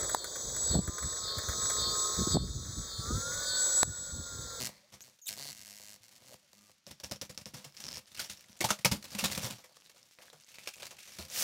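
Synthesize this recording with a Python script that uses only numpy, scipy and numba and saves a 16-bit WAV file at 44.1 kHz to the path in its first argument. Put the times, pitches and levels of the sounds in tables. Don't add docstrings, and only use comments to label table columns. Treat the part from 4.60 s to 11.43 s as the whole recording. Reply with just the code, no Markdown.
import sys
import numpy as np
from scipy import signal
from scipy.fft import rfft, irfft, next_fast_len
from scipy.io import wavfile
from scipy.ndimage import uniform_filter1d
from numba import njit

SR = 44100
rng = np.random.default_rng(int(sys.argv[2]) if len(sys.argv) > 2 else 0)


def bounce(signal):
    frames = np.transpose(np.atleast_2d(signal))
    limited = np.clip(frames, -1, 1)
    pcm = np.round(limited * 32767).astype(np.int16)
    wavfile.write(sys.argv[1], SR, pcm)


def boost_factor(decibels):
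    exponent = np.asarray(decibels, float) / 20
    return 10 ** exponent


N = 301203
t = np.arange(N) / SR

# frequency in Hz, level in dB per Hz.
STUDIO_AIR = [(28, -28), (98, -15.5), (194, -13), (311, -18.5), (526, -30), (1160, -22), (6550, -20),
              (16000, -71)]
# time in seconds, length in seconds, depth in dB.
RESTS = [
    (5.106, 0.07, -4),
    (5.532, .04, -14),
    (5.87, 0.04, -12),
    (6.128, 0.023, -19),
    (6.443, 0.011, -9),
    (0.632, 0.082, -16),
    (2.23, .04, -3),
]

# start in seconds, end in seconds, slips per second in Hz,
# level in dB, panel push in dB.
EVEN_TRAINS = [
    (.003, .03, 126.9, -36, -11.5),
    (.0465, .074, 120.4, -36.5, -12.5),
    (.6981, .742, 101.4, -41, -20),
    (.7757, .905, 142.7, -44, -17),
    (.9091, .932, 103, -45, -21),
    (1.0491, 1.19, 101.9, -49, -22),
    (1.1978, 1.348, 103.8, -50, -20),
    (2.0103, 2.09, 103.6, -63, -16.5),
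]
LOOSE_TRAINS = [
    (.0356, .04, 109, -35, -14),
    (.6905, .695, 110, -36, -29),
    (.7492, .772, 111, -50.5, -17),
    (.9491, 1.04, 103.5, -49.5, -18),
    (1.4826, 1.495, 108.4, -56, -19),
    (1.5254, 1.59, 111, -60.5, -18),
    (1.9317, 2.0, 104.2, -63, -16),
]
DYING_TRAINS = [
    (.0785, .102, 68.9, -53, -6),
    (.439, .5, 121.2, -55.5, -15),
    (1.3525, 1.364, 117, -54.5, -20),
    (1.4333, 1.47, 123, -57, -21),
]
GROWING_TRAINS = [
    (1.605, 1.685, 125.1, -64.5, -9),
    (1.6926, 1.746, 119, -57, -11.5),
    (2.0957, 2.12, 103, -62.5, -11),
]
# time in seconds, peak in dB.
JERKS = [(3.186, -46), (3.192, -46), (3.202, -38), (3.22, -41), (3.233, -43), (3.24, -27), (3.2472, -32.5),
         (3.2528, -31), (3.255, -32), (3.267, -29), (3.276, -37), (3.284, -28), (3.288, -26), (3.302, -48),
         (3.313, -30.5), (3.32, -30.5), (3.3289, -28), (3.3452, -30), (3.3542, -36), (3.3577, -27),
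         (3.364, -41), (3.371, -24.5), (3.381, -32)]

# frequency in Hz, width in Hz, level in dB.
TAUT_FILM = [(2210, 610, 0.5), (3000, 700, 2), (5400, 3300, 4.5), (8060, 720, 4.5), (8530, 690, 2.5),
             (12140, 3000, 1), (13000, 710, -19), (1350, 260, -10.5), (15000, 1300, -1)]
STRIP = [(4450, 88, -27), (5300, 430, 4.5), (5650, 340, -12), (7590, 1100, -6), (8840, 240, -10.5),
         (10600, 280, -7), (13900, 580, -19)]
GLASS = [(626, 30, -7.5), (708, 24, -8.5), (990, 130, -14), (1252, 32, -12), (1620, 160, -6),
         (1907, 124, -2.5), (2150, 49, -5.5), (2820, 140, -5.5), (3150, 69, 0)]
PANEL = [(73, 46, 3), (140, 28.6, 4.5), (227.5, 86, 0), (146.5, 25, -18), (203, 9.7, 3.5)]
CASE_BODY = [(362, 101, -6), (513.3, 18, 2), (600, 147, 1.5), (843, 815, 4), (1014, 650, 4)]
# frequency in Hz, width in Hz, share removed from 0 to 1.
GAPS = [(3000, 350, 0.2), (6400, 130, 0.8), (8570, 560, 0.17), (10300, 410, 0.9), (12300, 630, 0.6),
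        (13700, 600, .8)]
# frequency in Hz, level in dB per Hz.
FILM_COLOUR = [(710, -78), (1200, -10), (1590, -7), (2160, -4), (3010, -3.5), (5550, -1.5), (7700, -5),
               (15500, -11)]

# time in seconds, rustle in dB.
FIRST_RUSTLE = [
    (0.09, -50.5),
    (0.248, -65),
    (0.542, -60),
    (0.67, -73),
]
LATER_RUSTLE = [(1.36, -67.5), (1.57, -60), (1.8, -67), (2.5, -77.5), (3.12, -68), (3.2, -52.5),
                (3.385, -48.5), (3.43, -63), (3.66, -62), (4.04, -58), (4.34, -62.5), (4.57, -49.5),
                (4.72, -39), (4.89, -45), (4.98, -64.5), (5.9, -61.5), (6.14, -55), (6.51, -58.5)]
# time in seconds, peak in dB, panel in dB, fade T60 in seconds.
TUGS = [
    (0.407, -41.5, -24, 0.037),
    (0.588, -44, -40, 0.028),
]
RIPS = [(2.2676, -39.5, -10.5, 0.27), (2.399, -33, -26, 0.055), (2.559, -37, -26, 0.04),
        (2.6155, -23, -14, 0.092), (2.65, -43, -6, 0.081), (2.6939, -31.5, -8, 0.12),
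        (2.7454, -39, -18, 0.035), (2.7764, -32, -9.5, 0.11), (2.8125, -38.5, -15, 0.075),
        (2.8598, -32, -9.5, 0.14), (2.967, -38, -17.5, 0.36), (3.043, -32, -18, 0.11),
        (3.202, -24, -44, 0.024)]
# time in seconds, peak in dB, panel in dB, fade T60 in seconds, film pitch in Hz.
GRABS = [
    (3.5161, -38.5, -18.5, 0.053, 3820),
    (3.546, -35, -29, 0.088, 4300),
    (3.573, -33, -23, 0.23, 2460),
    (3.6965, -25.5, -19, 0.13, 6400),
    (3.772, -53, -30, 0.05, 5670),
    (3.8946, -44, -3, 0.036, 6030),
]
CRUMPLES = [(4.088, -24, -37, 0.19, 6500), (4.1042, -10.5, -22, 0.074, 6400),
            (4.189, -27, -16, 0.033, 1900), (4.212, -37, -34, 0.018, 9700), (4.425, -29.5, -37, 0.02, 4350),
            (4.441, -30.5, -16, 0.1, 4020), (4.517, -36, -13, 0.22, 4900),
            (4.5483, -23.5, -24, 0.043, 2520), (4.655, -16, -24, 0.034, 3800),
            (4.7756, -16, -13, 0.035, 2580), (4.8283, -26, -16, 0.22, 5870),
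            (4.902, -32.5, -12, 0.19, 2820), (4.982, -43.5, -18.5, 0.16, 5940),
            (6.585, -31, -12.5, 0.22, 4250)]
YIELDS = [(0.321, -40.5, -12.5, 0.16, 5500), (.338, -36, -10, 0.061, 5840),
          (2.309, -29.5, -10.5, 0.055, 5400), (2.4339, -27.5, -12, 0.15, 5630),
          (2.511, -23, -10, 0.12, 5400), (2.936, -35.5, -5, 0.11, 5400), (2.941, -31, -12, 0.087, 5400),
          (4.0051, -13, -16.5, 0.11, 2140), (4.0407, -13.5, -20, 0.12, 3930), (4.2467, -5, -16, 0.09, 2435),
          (4.313, -13, -7, 0.13, 4960), (4.583, -23, -34, 0.22, 3700), (4.639, -10, -43, 0.079, 3800),
          (5.295, -35, -40, 0.043, 4230)]
SLOW_GRABS = [
    (3.592, -19, -25, 0.15, 4570),
    (3.642, -27.5, -33, 0.074, 5600),
    (4.586, -21.5, -34, 0.08, 2600),
]
# time in seconds, peak in dB, fade T60 in seconds,
# film pitch in Hz, case body in dB.
CREASES = [(5.041, -43.5, 0.087, 1900, -5.5), (5.091, -59.5, 0.19, 4500, -1),
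           (5.169, -37.5, 0.014, 4850, 2), (5.359, -51.5, 0.079, 3000, -1), (5.587, -50.5, 0.12, 2210, -3),
           (5.621, -46.5, 0.13, 1990, -6.5), (5.699, -40, 0.02, 3800, -6), (5.7281, -48, 0.098, 1510, 0.5),
           (5.884, -43.5, 0.26, 6200, -40), (5.941, -38, 0.058, 2400, -40), (5.984, -43, 0.15, 2320, -22),
           (6.035, -35, 0.043, 5900, -29), (6.073, -21.5, 0.073, 2560, -15.5),
           (6.138, -34, 0.03, 2620, -39), (6.197, -39, 0.11, 2600, -9), (6.222, -31, 0.1, 4070, -10),
           (6.2656, -29, 0.042, 4670, -19), (6.31, -37, 0.096, 6100, -10), (6.3874, -47.5, 0.57, 2420, -31),
           (6.4745, -38, 0.15, 6350, -19), (6.519, -43.5, 0.46, 5560, -25), (6.702, -40.5, 0.08, 5800, -46),
           (6.713, -40, 0.067, 7050, -41)]

# time in seconds, peak in dB, pitch in Hz.
KNOCKS = [(.15, -47.5, 577), (1.4, -55, 106), (1.708, -44, 550), (1.724, -37, 600), (2, -67, 554),
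          (2.272, -37, 576), (2.5, -45, 540), (2.405, -45, 560), (2.44, -40, 550), (2.519, -28.5, 560),
          (2.562, -39.5, 526), (2.624, -28, 534), (2.7, -34, 520), (2.78, -48, 524), (2.862, -37, 520),
          (2.985, -43, 199), (3.05, -45, 524), (3.06, -39, 142), (3.595, -22.5, 1450), (4.012, -14, 2140),
          (4.041, -14, 790), (4.048, -10, 870), (4.0905, -21, 1260), (4.257, -13, 944), (4.045, -21, 560),
          (4.105, -9, 1316), (4.107, -14, 1006), (4.012, -23.5, 346), (4.04, -28.5, 118), (4.108, -27, 203),
          (4.25, -18, 132), (4.253, -17, 190), (4.835, -29, 120), (4.92, -37, 121), (4.254, -16, 2170),
          (4.256, -12.5, 1260), (4.258, -22, 522), (4.3135, -14, 203), (4.55, -23.5, 203),
          (4.628, -20, 203), (4.645, -18, 196), (5.345, -52, 555), (5.735, -42, 502), (5.74, -50, 148),
          (6.072, -33, 528), (6.588, -35.5, 79.6), (6.59, -34, 354), (6.592, -32, 650)]
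SNAPS = [(0.3035, -43, 6400), (0.407, -31, 6580), (4.5064, -32, 5170), (4.6394, -19, 3770),
         (4.6556, -14, 3800), (4.7014, -26, 2710), (4.7317, -22, 4900), (4.7755, -21, 2670),
         (4.8044, -26, 5410), (4.881, -28, 4830), (5.0414, -48, 1960), (5.1687, -37.5, 5040),
         (5.1886, -51, 5390), (5.2024, -40, 5830), (5.2215, -43, 2990), (5.2435, -56, 4770),
         (5.2734, -43, 4450), (5.3737, -46, 5380), (5.416, -44, 5260), (5.5114, -44, 5070),
         (5.5323, -49, 2550), (5.551, -44, 5390), (5.5874, -40, 2240), (5.6205, -39, 3070),
         (5.8007, -37, 6100), (5.8828, -38, 3847), (5.8877, -38, 5640), (5.908, -44, 4610),
         (5.9434, -43, 2420), (5.9853, -30, 2320), (6.0376, -36, 4260), (6.0624, -37, 2500),
         (6.1584, -34, 6670), (6.1674, -27, 8150), (6.1823, -40, 2570), (6.2224, -30, 4130),
         (6.2311, -25.5, 2480), (6.2564, -26, 6020), (6.3088, -27, 6150), (6.4595, -44, 3560),
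         (6.475, -35, 6120), (6.5196, -40, 5560), (6.7137, -37, 5890), (6.7501, -36, 5610),
         (6.7615, -21, 5840), (6.7754, -25, 4430), (6.8077, -28, 5400), (6.8165, -27, 6000)]
POPS = [(2.2668, -33.5, 5400), (2.4008, -35.5, 4870), (2.4399, -33, 5800), (2.4455, -26, 5650),
        (2.5215, -23, 5300), (2.6141, -25.5, 5300), (2.7766, -25, 5400), (2.8576, -27, 5460),
        (4.104, -35, 6500), (4.0595, -35, 5700), (4.2569, -10.5, 5530), (6.0743, -33, 2630),
        (6.3878, -42, 2480), (6.7008, -32, 6200), (6.8244, -17, 6230),
        (2.259, -61, 4000), (2.387, -59, 5000), (2.497, -42, 5800), (3.124, -48, 5240), (3.149, -50, 4830),
         (3.1679, -35, 5400), (3.173, -33, 5330), (3.458, -47, 5040), (3.502, -53, 5500),
         (3.484, -55, 3230), (3.531, -50, 7000), (3.554, -40, 5760), (3.566, -36, 5030), (3.585, -39, 3000),
         (3.743, -45, 4000), (3.775, -44, 5470), (3.844, -50.5, 2040), (3.861, -50, 7500),
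         (3.93, -42, 5600), (3.956, -47, 5570), (3.974, -48, 6860), (3.991, -40, 7000), (5.957, -42, 4530),
         (5.993, -43, 2460), (6.204, -42, 2690), (6.4057, -42, 5730), (5.0405, -50, 2030),
         (5.132, -52, 4400), (5.262, -46, 4000), (5.382, -48, 6100), (5.4298, -44, 5500),
         (5.589, -53, 2300), (5.6056, -53, 1660), (5.682, -49.5, 1650), (5.701, -43, 3930),
         (5.837, -46, 5050), (5.846, -44, 6520)]
# start in seconds, end in seconds, first pitch in Hz, last pitch
# in Hz, level in dB.
SQUEALS = [(0.229, 0.263, 550, 630, -66), (0.413, 0.426, 6850, 5700, -50.5),
           (0.423, 0.434, 7900, 7600, -55), (0.42, .432, 6600, 6700, -52),
           (0.616, 0.653, 6740, 6460, -52.5), (0.657, 0.661, 6700, 5700, -48),
           (0.66, 0.669, 3930, 3850, -51), (.661, 0.677, 7800, 7650, -48),
           (0.668, 0.676, 3740, 3690, -43.5), (.677, 0.69, 3715, 2100, -43.5),
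           (0.677, 0.686, 3880, 3770, -49), (0.681, 0.691, 4660, 4080, -43.5),
           (1.825, 1.867, 640, 540, -74), (1.952, 2.042, 207, 203, -65.5), (1.96, 2.047, 1210, 1200, -75),
           (2.05, 2.115, 1200, 1160, -75)]


def level(x, db):
    return x * boost_factor(db) / np.sqrt(np.mean(x ** 2))


@njit
def svf(x, hz, width):
    y = np.empty(len(x))
    band, low, g, k = 0., 0., 0., 0.
    for i in range(len(x)):
        if i == 0 or hz[i] != hz[i - 1]:
            g = np.tan(np.pi * hz[i] / SR)
            k = width / hz[i]
        v = (band + g * (x[i] + 1e-18 - low)) / (1 + g * (g + k))
        band = 2 * v - band
        low = low + 2 * g * v
        y[i] = k * v
    return y


def mode(x, hz, width):
    return svf(x, np.full(len(x), float(hz)), float(width))


def ring(x, modes):
    return sum((-1) ** k * boost_factor(db) * mode(x, hz, width) for k, (hz, width, db) in enumerate(modes))


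def colour(x, points):
    hz, db = np.transpose(points)
    n = next_fast_len(N, True)
    bins_hz = np.fft.rfftfreq(n, 1 / SR)
    gain = boost_factor(np.interp(np.log(bins_hz + 1), np.log(hz), db))
    return irfft(rfft(x, n) * gain, n)[:N]


def grains(rate, spread_db):
    at, sign, size = rng.random((3, N // 8))[:, :int(rate * N / SR)]
    out = np.zeros(N)
    out[(at * N).astype(int)] = np.sign(sign - .5) * boost_factor(spread_db * np.minimum(-np.log(1 - size), 3))
    return level(out, 0)


def fade(x, t60):
    return signal.lfilter([1], [1, -1000 ** (-1 / (t60 * SR))], x + 1e-18)


def rests():
    return boost_factor(sum(db * np.exp(-((t - at) / wide) ** 2) for at, wide, db in RESTS))


def studio_air():
    return level(colour(rng.standard_normal(N), STUDIO_AIR), -73.5) * rests() ** 0.86


def slip_pulses():
    kinds = [(EVEN_TRAINS, (0.022, 0)), (LOOSE_TRAINS, (0.11, 0)),
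             (DYING_TRAINS, (0.12, -74)), (GROWING_TRAINS, (0.084, 96))]
    trains = sorted((*row, *kind) for rows, kind in kinds for row in rows)
    pulses, pushes, membrane_db = np.zeros((3, N))
    for start, end, hz, db, panel_db, loose, slope_db in trains:
        membrane_db[(t >= start) & (t < end + .1)] = -11 + 25 * np.log2(hz / 100)
        now = start
        for late, size in rng.standard_normal((100, 2)):
            if now < end:
                i = int(now * SR)
                size_db = (.8 + 10 * loose) * size
                pulses[i] = boost_factor(db + slope_db * (now - start) + size_db) * np.sqrt(SR / hz)
                pushes[i] = pulses[i] * boost_factor(panel_db + 3.7 * np.clip(late, -3, 1))
                now += np.exp(loose * late) / hz
    at, db = np.transpose(JERKS)
    pushes[(at * SR).astype(int)] = boost_factor(db - 6.0)
    return pulses, pushes, membrane_db


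def slips():
    pulses, pushes, membrane_db = slip_pulses()
    edge_echoes = 0.04 * np.roll(pulses, int(0.00049 * SR)) + 0.2 * np.roll(pulses, int(0.00116 * SR))
    snap = pulses + edge_echoes
    threads = (.028 * fade(pulses, .01) + .012 * fade(pulses, .08)) * rng.standard_normal(N)
    membrane = mode((2 * pulses + threads) * boost_factor(membrane_db), 4450, 380)
    membrane = membrane + 0.6 * mode(pulses * boost_factor(membrane_db), 7350, 600)
    push = fade(pushes, 0.0012)
    rough_push = push * (0.55 + 3.0 * uniform_filter1d(rng.standard_normal(N), size=8))
    out = ring(0.62 * snap + threads, TAUT_FILM) + membrane
    out = out + boost_factor(3.5) * ring(snap, STRIP)
    out = out + boost_factor(1.0) * ring(fade(pulses, 0.00015), GLASS)
    out = out + ring(push, PANEL) + boost_factor(3.5) * ring(rough_push, CASE_BODY)
    out = out + ring(pulses, [(5460, 720, -2), (7030, 750, -3.5), (9100, 400, -10), (11050, 610, -14.5)])
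    for gap_hz, width, share in GAPS:
        out = out - share * mode(out, gap_hz, width)
    return out


def hand():
    first_end, later_start = FIRST_RUSTLE[-1][0], LATER_RUSTLE[0][0]
    hand_db = np.interp(t, *np.transpose(FIRST_RUSTLE + LATER_RUSTLE))
    hand_db[(t < FIRST_RUSTLE[0][0]) | (t > first_end) & (t < later_start)] = -120
    pull = boost_factor(-35) * np.clip((t - 6.67) / 0.1, 0, 1.15) ** 2
    panel = boost_factor(-74 + 1.41 * (hand_db + 61)) + boost_factor(-24.0) * pull
    body = boost_factor(-75 + 1.06 * (hand_db + 60)) + boost_factor(-19.0) * pull
    rest = rests()
    top = boost_factor(hand_db) * rest ** 0.033
    brisk = np.clip((top + 2 * pull) / boost_factor(-25.0), 0, 1)
    clumps = fade(np.abs(grains(70, 0.83)), 0.039) / np.sqrt(SR / 345)
    top = top * (0.57 + 0.44 * (t > later_start) * clumps) + 0.65 * pull
    return top, body * rest, panel * rest, pull, brisk


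def releases():
    snap_s, yield_s = 0.00059, 0.0017
    taut = [(*r, -13) for r in TUGS] + [(*r, -15) for r in RIPS]
    rows = [(*r[:4], 5400 * np.exp(.08 * rng.standard_normal()), r[4]) for r in taut]
    rows += [(*r, -22.5) for r in GRABS] + [(*r, -13) for r in CRUMPLES]
    rows += [(at, db, -63, t60, hz, body_db) for at, db, t60, hz, body_db in CREASES]
    rows = [(*r, snap_s) for r in rows]
    rows += [(*r, -15.5, yield_s) for r in YIELDS]
    rows += [(*r, -22.5, 2 * yield_s) for r in SLOW_GRABS]
    return sorted(rows)


def crackle():
    shared = grains(1500, 8.5)
    out = np.zeros(N)
    for hz in 900 * 2 ** np.arange(0, 4.2, 1 / 3):
        own = grains(500, 3.3) + .5 * rng.standard_normal(N)
        out = out + mode(own + 0.5 * shared, hz, hz / 4)
    return level(colour(out, FILM_COLOUR), 0)


def torn_glue(pull):
    tear = level(colour(grains(6000, 3.3), FILM_COLOUR), 0) * pull
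    return 0.32 * tear + 0.59 * np.diff(tear, prepend=0) + 0.6 * mode(tear, 5700, 1400)


def film():
    top, body, panel, pull, brisk = hand()
    blows, held = np.zeros((2, N))
    pitch_hz = np.full(N, 5000.)
    for at, db, panel_db, t60, hz, body_db, rise in releases():
        i = int(at * SR)
        age = t[:N - i][:SR // 4]
        span = slice(i, i + len(age))
        tail = 1000 ** (-age / np.clip(t60, .01, .5))
        top[span] += boost_factor(db - 11.0) * tail * (1 - np.exp(-age / rise))
        body[span] += boost_factor(db + body_db - 6.5) * tail * (1 - np.exp(-age / 0.0038))
        panel[span] += boost_factor(db + panel_db - 6.5) * tail ** 0.81 * (1 - np.exp(-age / 0.00097))
        blows[i] += boost_factor(db + panel_db + 16.0)
        pitch_hz[i:] = hz
        held[span] = np.exp(-age / 0.033)
    snaps = crackle() * top
    bright = snaps + 0.98 * held * svf(svf(snaps, pitch_hz, 810.0), pitch_hz, 1800.0)
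    bright = bright + 0.83 * brisk * np.diff(snaps, prepend=0)
    bright = bright + torn_glue(pull)
    bright = bright + ring(snaps * (t < .3), [(4330, 420, 2), (2900, 170, -3), (2020, 320, 5)])
    cupped = (t > 5.87) & (t < 6.46)
    bright = bright + 0.51 * mode(snaps * cupped, 2550, 350)
    knock = level(ring(grains(2000, 1.2), CASE_BODY), 0) * body
    rattle = level(ring(rng.standard_normal(N), PANEL), 0) * panel
    drum = ring(rattle + ring(fade(blows, 0.0013), PANEL), [(142, 150, 0.014)])
    return 0.69 * bright + 1.14 * knock + drum


def flips(rows, cycles, hiss_share, rise_cycles=0.01):
    out, age = np.zeros(N + 4000), t[:4000]
    for at, db, hz in rows:
        i = int(at * SR)
        hiss = uniform_filter1d(rng.standard_normal(4000), size=3)
        click = (np.sin(2 * np.pi * hz * age) + hiss_share * hiss) * np.exp(-age * hz / cycles)
        out[i:i + 4000] += boost_factor(db) * click * (1 - np.exp(-age * hz / rise_cycles))
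    return out[:N]


def creases():
    knocks = flips(KNOCKS, 3.15, 0.13, 0.53)
    snaps = flips(SNAPS, 1.1, 0.69)
    pops = flips(POPS, 2.4, 0.33)
    jerk_rows = [(at, db + 1.0, 5400 * np.exp(0.06 * rng.standard_normal())) for at, db in JERKS]
    return 0.43 * knocks + 0.77 * snaps + 1.3 * pops + flips(jerk_rows, 2.9, 0.32)


def squeals():
    out = np.zeros(N)
    for start, end, first_hz, last_hz, db in SQUEALS:
        on = (t >= start) & (t < end)
        way = (t[on] - start) / (end - start)
        rough = np.clip(.23 + .012 * (db + 49.0), 0.08, 1)
        over_db = -7 + 1.5 * (db + 52.0)
        waver, flutter = uniform_filter1d(rng.standard_normal((2, SR // 10)), size=40)[:, :on.sum()]
        hz = first_hz * (last_hz / first_hz) ** way * (1 + rough * waver)
        phase = 2 * np.pi * np.cumsum(hz) / SR
        over = sum(np.sin(k * phase) * (k * hz < 16000) * boost_factor(-1.5 * k) for k in range(2, 8))
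        tone = np.sin(phase) + boost_factor(over_db) * over
        out[on] += boost_factor(db - 2 * (2 * way - 1) ** 2 + 40 * rough * flutter) * tone
    return out


def room(x):
    t60_s, tail_db = 0.13, -14.5
    age = t[:SR // 2]
    tail = rng.standard_normal(len(age)) * 1000 ** (-age / t60_s) * (age > .004)
    tail = mode(tail, 2500, 12000)
    return x + signal.fftconvolve(x, tail * boost_factor(tail_db) / np.sqrt(np.sum(tail ** 2)))[:N]


def scene():
    case = slips() + film() + creases() + squeals()
    return (studio_air() + room(case))[None]


def low_pass(x):
    return signal.sosfilt(signal.butter(12, 16520, fs=SR, output="sos"), x)


def record(dry):
    x = signal.sosfilt(signal.butter(2, 45, "high", fs=SR, output="sos"), dry)
    x = signal.sosfilt(signal.ellip(10, .2, 45, 15800, fs=SR, output="sos"), x)
    return low_pass(x)


dry = scene()
out = record(dry)
bounce(out)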